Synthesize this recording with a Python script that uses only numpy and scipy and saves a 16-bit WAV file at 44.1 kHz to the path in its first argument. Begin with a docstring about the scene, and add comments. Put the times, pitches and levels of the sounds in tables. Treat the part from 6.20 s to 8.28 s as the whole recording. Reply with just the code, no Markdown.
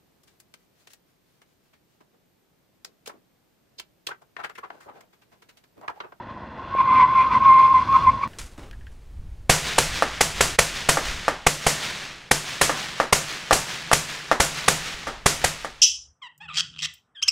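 """An asphalt road with a building beside it: a car brakes hard as it comes towards the microphone.
The tread of one tyre sticks and slips about 1050 times a second and squeals in surges, a wavering tone
with overtones; the other tyres sing along more raggedly, with a high rasp, brief chirps and one knock.
Rubber scrubs over the grit as coloured noise, the tyres rumble as low noise, and the building throws
back a weak, scattered echo."""
import sys
import numpy as np
from scipy import signal
from scipy.fft import rfft, irfft, dct
from scipy.io import wavfile

SR = 44100
rng = np.random.default_rng(int(sys.argv[2]) if len(sys.argv) > 2 else 0)


def log_audio(samples):
    """Write samples as a 16-bit WAV file to the path given in sys.argv[1]."""
    # one column per channel
    frames = np.atleast_2d(samples).T
    # limit to full scale, then quantise
    limited = np.clip(frames, -1, 1)
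    pcm = np.round(limited * 32767).astype(np.int16)
    wavfile.write(sys.argv[1], SR, pcm)


N = 91595
TIME_S = np.arange(N) / SR
FREQ_HZ = np.fft.rfftfreq(N, 1 / SR)


def undb(db):
    """Decibels to gain."""
    return 10 ** (np.asarray(db) / 20)


def curve(table, col):
    """One column of a table joined by straight lines in time."""
    rows = np.array(table, float)
    return np.interp(TIME_S, rows[:, 0], rows[:, col])


def colour(points):
    """Gain at each frequency from (Hz, dB) points, joined on a log pitch scale."""
    rows = np.array(points, float)
    gain_db = np.interp(np.log(FREQ_HZ + 1), np.log(rows[:, 0]), rows[:, 1])
    return undb(gain_db)


def bump(centre_hz, width_hz):
    """Bell-shaped gain, 1 at its centre."""
    return np.exp(-((FREQ_HZ - centre_hz) / width_hz) ** 2)


def noise(gain):
    """Noise of rms 1 with the given gain at each frequency."""
    x = irfft(rfft(rng.standard_normal(N)) * gain, N)
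    return x / x.std()


def walk(rate_hz):
    """Smooth random motion of spread 1; a higher rate moves faster."""
    return noise(np.exp(-.5 * (FREQ_HZ / rate_hz) ** 2))


def turn(hz):
    """Phase of an oscillator that follows a pitch."""
    return 2 * np.pi * np.cumsum(hz) / SR


def filtered(x, gain):
    """A sound with the given gain at each frequency."""
    spectrum = dct(x, norm="ortho")
    # the cosine spectrum has two bins for each gain
    return dct(spectrum * np.repeat(gain, 2)[:N], type=3, norm="ortho")


RIPPLE_HZ, RIPPLE_SHARE = 760, .5  # notch spacing, strength of the reflection


def ripple():
    """A close reflection cuts evenly spaced notches into the treble."""
    share = RIPPLE_SHARE * np.clip(FREQ_HZ / 1500 - 1, 0, 1)
    return np.abs(1 - share * np.exp(2j * np.pi * FREQ_HZ / RIPPLE_HZ))


SLIP_START_S, SLIP_RISE_S = .47, 0.1


def slip():
    """How far the skid has set in, 0-1."""
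    return np.clip((TIME_S - SLIP_START_S) / SLIP_RISE_S, 0, 1)


SCRUB_TRIM_DB, GRIT_DB = -1, 1.9  # level trim, spread of the grainy flutter
BRIGHTEN_DB_PER_S, BRIGHTEN_HZ = 11.5, 4700  # the air swallows less treble as the car nears
SCUFF_S, SCUFF_LENGTH_S, SCUFF_LIFT_DB = 0.103, .014, 7.5  # a brief scuff before the skid
# rubber sliding over grit, before the trim: start_s [s], level_db [dB]
SCRUB_LEVEL = [(0.0, -60), (0.3, -60.5), (0.56, -50), (0.61, -42.5), (0.64, -49), (0.82, -38.5),
               (0.87, -48.5), (0.93, -47), (1.01, -42.5), (1.09, -48.5), (1.14, -40), (1.21, -50.5),
               (1.25, -43.5), (1.38, -48), (1.39, -42.5), (1.51, -49.5), (1.59, -46.5), (1.7, -50),
               (1.76, -44.5), (2.01, -57), (2.04, -48.5), (2.07, -61.5)]
# tone of the friction hiss: freq_hz [Hz], gain_db [dB]
SCRUB_TONE = [(300, 4), (600, 6.5), (850, 7), (1400, 13.5), (1750, -0.5), (2500, 2), (3100, 2),
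              (4500, -7.5), (7000, -23), (10000, -33.5), (12500, -36.5), (14000, -48.5)]
# resonances of the hiss: pitch_hz [Hz], width_hz [Hz], lift_db [dB]
SCRUB_RESONANCES = [(1050, 69, 5), (1540, 80, 9.4), (2080, 54, 2.4), (3440, 63, 2.7), (4720, 80, 3),
                    (6000, 290, 3)]


def scrub():
    """Gritty friction noise through fixed resonances, brighter as the car nears."""
    lift_db = sum(db * bump(hz, width) for hz, width, db in SCRUB_RESONANCES)
    gain = ripple() * colour(SCRUB_TONE) * undb(lift_db)
    # the level is set by the part above 2800 Hz
    treble_share = np.sqrt(np.sum(gain[FREQ_HZ > 2800] ** 2) / np.sum(gain ** 2))
    hiss = noise(gain) / treble_share
    treble = filtered(hiss, FREQ_HZ ** 4 / (FREQ_HZ ** 4 + BRIGHTEN_HZ ** 4))
    brighten_db = BRIGHTEN_DB_PER_S * (TIME_S - TIME_S.mean())
    hiss = hiss + treble * (undb(brighten_db) - 1)
    scuff_db = SCUFF_LIFT_DB * np.exp(-((TIME_S - SCUFF_S) / SCUFF_LENGTH_S) ** 2)
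    grit_db = GRIT_DB * walk(rate_hz=560)
    return hiss * undb(curve(SCRUB_LEVEL, 1) + SCRUB_TRIM_DB + scuff_db + grit_db)


TREAD_DB, SING_DB, DRONE_TRIM_DB = -42, -50, -1.5
# rolling tyres: start_s [s], rumble_db [dB], casing drone_db before the trim [dB]
ROLLING_LEVEL = [(0.0, -48.5, -43.5), (0.58, -44, -44.5), (0.71, -38, -38), (1.03, -42.5, -43.5),
                 (1.15, -35.5, -33.5), (1.22, -39.5, -40), (1.46, -40.5, -41), (1.95, -32.5, -38),
                 (2.01, -44.5, -49), (2.08, -36.5, -36)]
# tone of the low rumble: freq_hz [Hz], gain_db [dB]
RUMBLE_TONE = [(20, -26), (35, -11.5), (55, -1.5), (80, 2.5), (120, -0.5), (170, -4), (300, -53),
               (2000, -120)]
# tone of the casing drone: freq_hz [Hz], gain_db [dB]
DRONE_TONE = [(90, -14.5), (150, -4), (220, 7), (320, 0.5), (400, -18), (500, -1.5), (750, -29),
              (4000, -120)]
# tread noise of the approaching car: freq_hz [Hz], gain_db [dB]
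TREAD_TONE = [(210, -35.5), (350, 1), (400, -13), (614, -2.5), (838, -6.5), (876, 0.5), (1080, -1),
              (1210, -14.5), (1970, -10), (2190, -22), (4390, -34), (5320, -38.5), (14000, -70)]


def rolling():
    """Low rumble, casing drone, and the hiss and faint singing of the tread, all shaped noise."""
    rumble = noise(colour(RUMBLE_TONE)) * undb(curve(ROLLING_LEVEL, 1))
    drone = noise(colour(DRONE_TONE)) * undb(curve(ROLLING_LEVEL, 2) + DRONE_TRIM_DB)
    tread = noise(colour(TREAD_TONE) * ripple()) * undb(TREAD_DB + walk(rate_hz=57))
    sing = noise(bump(1050, 80)) * undb(SING_DB + 4.2 * walk(rate_hz=15))
    return rumble + drone + tread + sing


CHIRP_JITTER_HZ = 30
# faint first chirps, then chirps of a higher tread mode:
# centre_s [s], length_s [s], pitch_hz [Hz], level_db at the top of the swell [dB]
CHIRP_EVENTS = [(.005, 0.019, 964, -35), (0.109, 0.043, 1044, -41.5), (0.745, 0.032, 1229, -27.5),
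                (0.97, 0.023, 1341, -34.5), (1.114, 0.061, 1250, -32), (1.577, 0.0099, 1220, -35),
                (1.751, 0.025, 1274, -22), (1.811, 0.081, 1229, -37)]


def chirps():
    """A tread mode swells and dies for a moment."""
    out = 0
    for centre_s, length_s, pitch_hz, level_db in CHIRP_EVENTS:
        swell = np.exp(-2 * ((TIME_S - centre_s) / length_s) ** 2)
        phase = turn(pitch_hz + CHIRP_JITTER_HZ * walk(rate_hz=120))
        out = out + undb(level_db) * swell * np.sqrt(2) * np.sin(phase)
    return out


SQUEAL_START_S, SQUEAL_TRIM_DB = .38, -1
WOBBLE_HZ, JITTER_HZ = 2.9, 9.34  # slower and faster pitch wander
FULL_DB, OVERTONE_GROWTH = -45, .3  # harder scrubbing gives richer overtones (dB per dB)
GRIP_HZ, OVERTONE_DB_PER_HZ = 1052.5, .5  # above this pitch the tread slides lighter and purer
OVERTONE_FLICKER_DB, OVERTONE_ROUGH_RAD = 2.2, .35  # each slip smears the overtones
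BLOCK_HZ, BLOCK_SPREAD_HZ, BLOCK_DEPTH = 142, 46, 0.053  # tread blocks meeting the road pulse the squeal
# a firm squeal holds steady, a weak one stutters
FLUTTER_DB, STUTTER_DB, FIRM_DB, LOOSE_DB = 1.7, 3, -10.5, -18.5
# squeal of the leading tyre: start_s [s], level_db before the trim [dB], stick-slip pitch_hz [Hz]
SQUEAL_PATH = [(0.388, -41, 1067), (0.395, -30.5, 1067), (0.406, -41, 1053), (0.495, -42, 1075),
               (0.52, -32, 1090), (0.566, -30, 1060), (0.573, -20, 1073), (0.613, -15, 1053),
               (0.635, -23, 1090), (0.655, -24, 1065), (0.7, -18.5, 1022), (0.735, -12, 1052),
               (0.803, -13.5, 1036), (0.826, -8.5, 1006), (0.865, -22, 1016), (0.91, -19, 1058),
               (0.945, -20.5, 1062), (0.965, -12.5, 1062), (1.0, -10.5, 1045), (1.02, -19, 1039),
               (1.095, -26, 1069), (1.139, -23, 1045), (1.147, -10.5, 1028), (1.172, -13, 1035),
               (1.193, -25, 1080), (1.208, -17.5, 1068), (1.245, -18, 1090), (1.263, -10.5, 1083),
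               (1.318, -7.5, 1046), (1.345, -10.5, 1062), (1.372, -10.5, 1036), (1.388, -8.5, 1058),
               (1.412, -8.5, 1055), (1.423, -20, 1042), (1.431, -12, 1055), (1.457, -10, 1053),
               (1.47, -16, 1058), (1.5, -18, 1052), (1.525, -16.5, 1085), (1.539, -23, 1072),
               (1.546, -10.5, 1042), (1.583, -11, 1040), (1.61, -30, 1080), (1.622, -20, 1012),
               (1.65, -33, 1050), (1.679, -33, 1095), (1.688, -21, 1085), (1.735, -14, 1084),
               (1.768, -8.5, 1050), (1.798, -36, 1063), (1.808, -20.5, 1102), (1.85, -21, 1095),
               (1.863, -27, 1050), (1.872, -8.5, 1030), (1.897, -9, 1054), (1.915, -34, 1060),
               (1.95, -28, 1075), (1.98, -47.5, 1083), (2.022, -33, 1108), (2.038, -10, 1114),
               (2.05, -35.5, 1107), (2.075, -35, 1101)]
# overtones at full scrub: multiple of the pitch, level_db against the fundamental [dB]
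SQUEAL_OVERTONES = [(2, -22), (3, -41.5), (4, -49)]


def leading_tyre():
    """Stick-slip tone, richest under hard scrubbing; it stutters when weak, and tread blocks add side tones."""
    level_db, pitch_hz = curve(SQUEAL_PATH, 1), curve(SQUEAL_PATH, 2)
    wander_hz = WOBBLE_HZ * walk(rate_hz=38.3) + JITTER_HZ * walk(rate_hz=102.3)
    phase = turn(pitch_hz + wander_hz)
    rich_db = OVERTONE_GROWTH * (curve(SCRUB_LEVEL, 1) - FULL_DB)
    rich_db = rich_db - OVERTONE_DB_PER_HZ * np.maximum(pitch_hz - GRIP_HZ, 0)
    tone = np.sin(phase)
    for multiple, overtone_db in SQUEAL_OVERTONES:
        smear = OVERTONE_ROUGH_RAD * walk(rate_hz=180)
        flicker_db = OVERTONE_FLICKER_DB * walk(rate_hz=30)
        # a whole multiple keeps the overtone locked to the slips
        overtone = np.sin(round(multiple) * phase + smear)
        tone = tone + undb(overtone_db + rich_db + flicker_db) * overtone
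    blocks = 1 + BLOCK_DEPTH * noise(bump(BLOCK_HZ, BLOCK_SPREAD_HZ))
    depth_db = np.interp(level_db, [LOOSE_DB, FIRM_DB], [STUTTER_DB, FLUTTER_DB])
    flutter_db = depth_db * np.minimum(walk(rate_hz=50), 1)  # dips go deeper than peaks
    sliding = np.clip((TIME_S - SQUEAL_START_S) / 0.015, 0, 1)
    return np.sqrt(2) * tone * blocks * sliding * undb(level_db + SQUEAL_TRIM_DB + flutter_db)


OTHER_WOBBLE_HZ, OTHER_JITTER_HZ, OTHER_FLUTTER_DB, OTHER_OCTAVE_DB = 15.42, 20.4, 4.5, -22
LOCK_FROM_DB, LOCK_DUCK = -9, 0.59  # a strong squeal crowds out the ragged tones (dB per dB)
# ragged squeal of the other tyres: pitch_hz [Hz], level_db of the peak above the scrub curve [dB]
RAGGED_TONES = [(1015, 18), (1094, 19)]


def other_tyres():
    """Unsteady tones that follow the scrub and beat against each other."""
    out = 0
    for pitch_hz, level_db in RAGGED_TONES:
        wander_hz = OTHER_WOBBLE_HZ * walk(rate_hz=25) + OTHER_JITTER_HZ * walk(rate_hz=114)
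        phase = turn(pitch_hz + wander_hz)
        tone = np.sin(phase) + undb(OTHER_OCTAVE_DB) * np.sin(2 * phase)
        out = out + tone * undb(level_db + OTHER_FLUTTER_DB * walk(rate_hz=46))
    duck_db = LOCK_DUCK * np.maximum(curve(SQUEAL_PATH, 1) - LOCK_FROM_DB, 0)
    return out * slip() * undb(curve(SCRUB_LEVEL, 1) - duck_db)


RASP_HZ, RASP_SPREAD_HZ, RASP_TRIM_DB = 2322, 130, -2.5
# rasp about an octave above the squeal: start_s [s], level_db before the trim [dB]
RASP_LEVEL = [(0.53, -57.5), (0.595, -34.5), (0.65, -49.5), (0.725, -38), (0.814, -27), (0.865, -52.5),
              (1.012, -29), (1.08, -56), (1.124, -29.5), (1.19, -59), (1.216, -38), (1.422, -35.5),
              (1.5, -47), (1.596, -39.5), (1.64, -54), (1.762, -34.5), (1.79, -54), (1.88, -37),
              (1.99, -66.5), (2.038, -27.5), (2.07, -65)]


def rasp():
    """A high tread mode that never settles on one pitch."""
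    tone = np.sqrt(2) * np.sin(turn(RASP_HZ + RASP_SPREAD_HZ * walk(rate_hz=170)))
    flutter_db = 2.5 * walk(rate_hz=100)
    return tone * slip() * undb(curve(RASP_LEVEL, 1) + RASP_TRIM_DB + flutter_db)


KNOCK_S, KNOCK_RISE_S, TICK_DB = .5502, 0.0011, -43.5
# rings of the knock: pitch_hz [Hz], level_db of the peak [dB]
KNOCK_RINGS = [(600, -19), (790, -25.5)]


def knock():
    """One compact thump with a sharp tick as the brakes bite."""
    age_s = np.maximum(TIME_S - KNOCK_S, 0)
    rise = age_s / KNOCK_RISE_S
    rings = sum(undb(db) * np.sin(2 * np.pi * hz * age_s) for hz, db in KNOCK_RINGS)
    thump = rise * np.exp(1 - rise) * rings
    tick = noise(1 / (1 + (FREQ_HZ / 3000) ** 2)) * (age_s > 0) * np.exp(-rise)
    return thump + undb(TICK_DB) * tick


ECHO_DB, ECHO_T60_S, ECHO_DELAY_S = -20, 0.05, 0.1


def echo(x):
    """Scattered, fading reflections from the building and the trees, as a decaying noise tail."""
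    fade = np.exp(-np.log(1000) * TIME_S / ECHO_T60_S)
    tail = rng.standard_normal(N) * (TIME_S > ECHO_DELAY_S) * fade
    return undb(ECHO_DB) * signal.fftconvolve(x, tail / np.linalg.norm(tail))[:N]


# stereo spread: freq_hz [Hz], side_db against the middle [dB]
STEREO_WIDTH = [(60, -29), (670, -28.5), (1230, -23), (2250, -19), (4110, -15.5), (7510, -6),
                (13700, -11.5)]


def scene():
    """The car is almost straight ahead; mostly the treble spreads, from fresh draws of the noise."""
    squeal = leading_tyre() + other_tyres() + rasp() + chirps() + knock()
    mid = squeal + echo(squeal) + scrub() + rolling()
    spread = scrub() + rolling() + other_tyres() + rasp() + echo(squeal)
    side = filtered(spread, colour(STEREO_WIDTH))
    return np.array([mid + side, mid - side])


TOP_HZ = 14000


def record(dry):
    """A steep low-pass cuts the top."""
    low_pass = signal.ellip(8, .2, 70, TOP_HZ, fs=SR, output="sos")
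    return signal.sosfilt(low_pass, dry)


dry = scene()
out = record(dry)
log_audio(out)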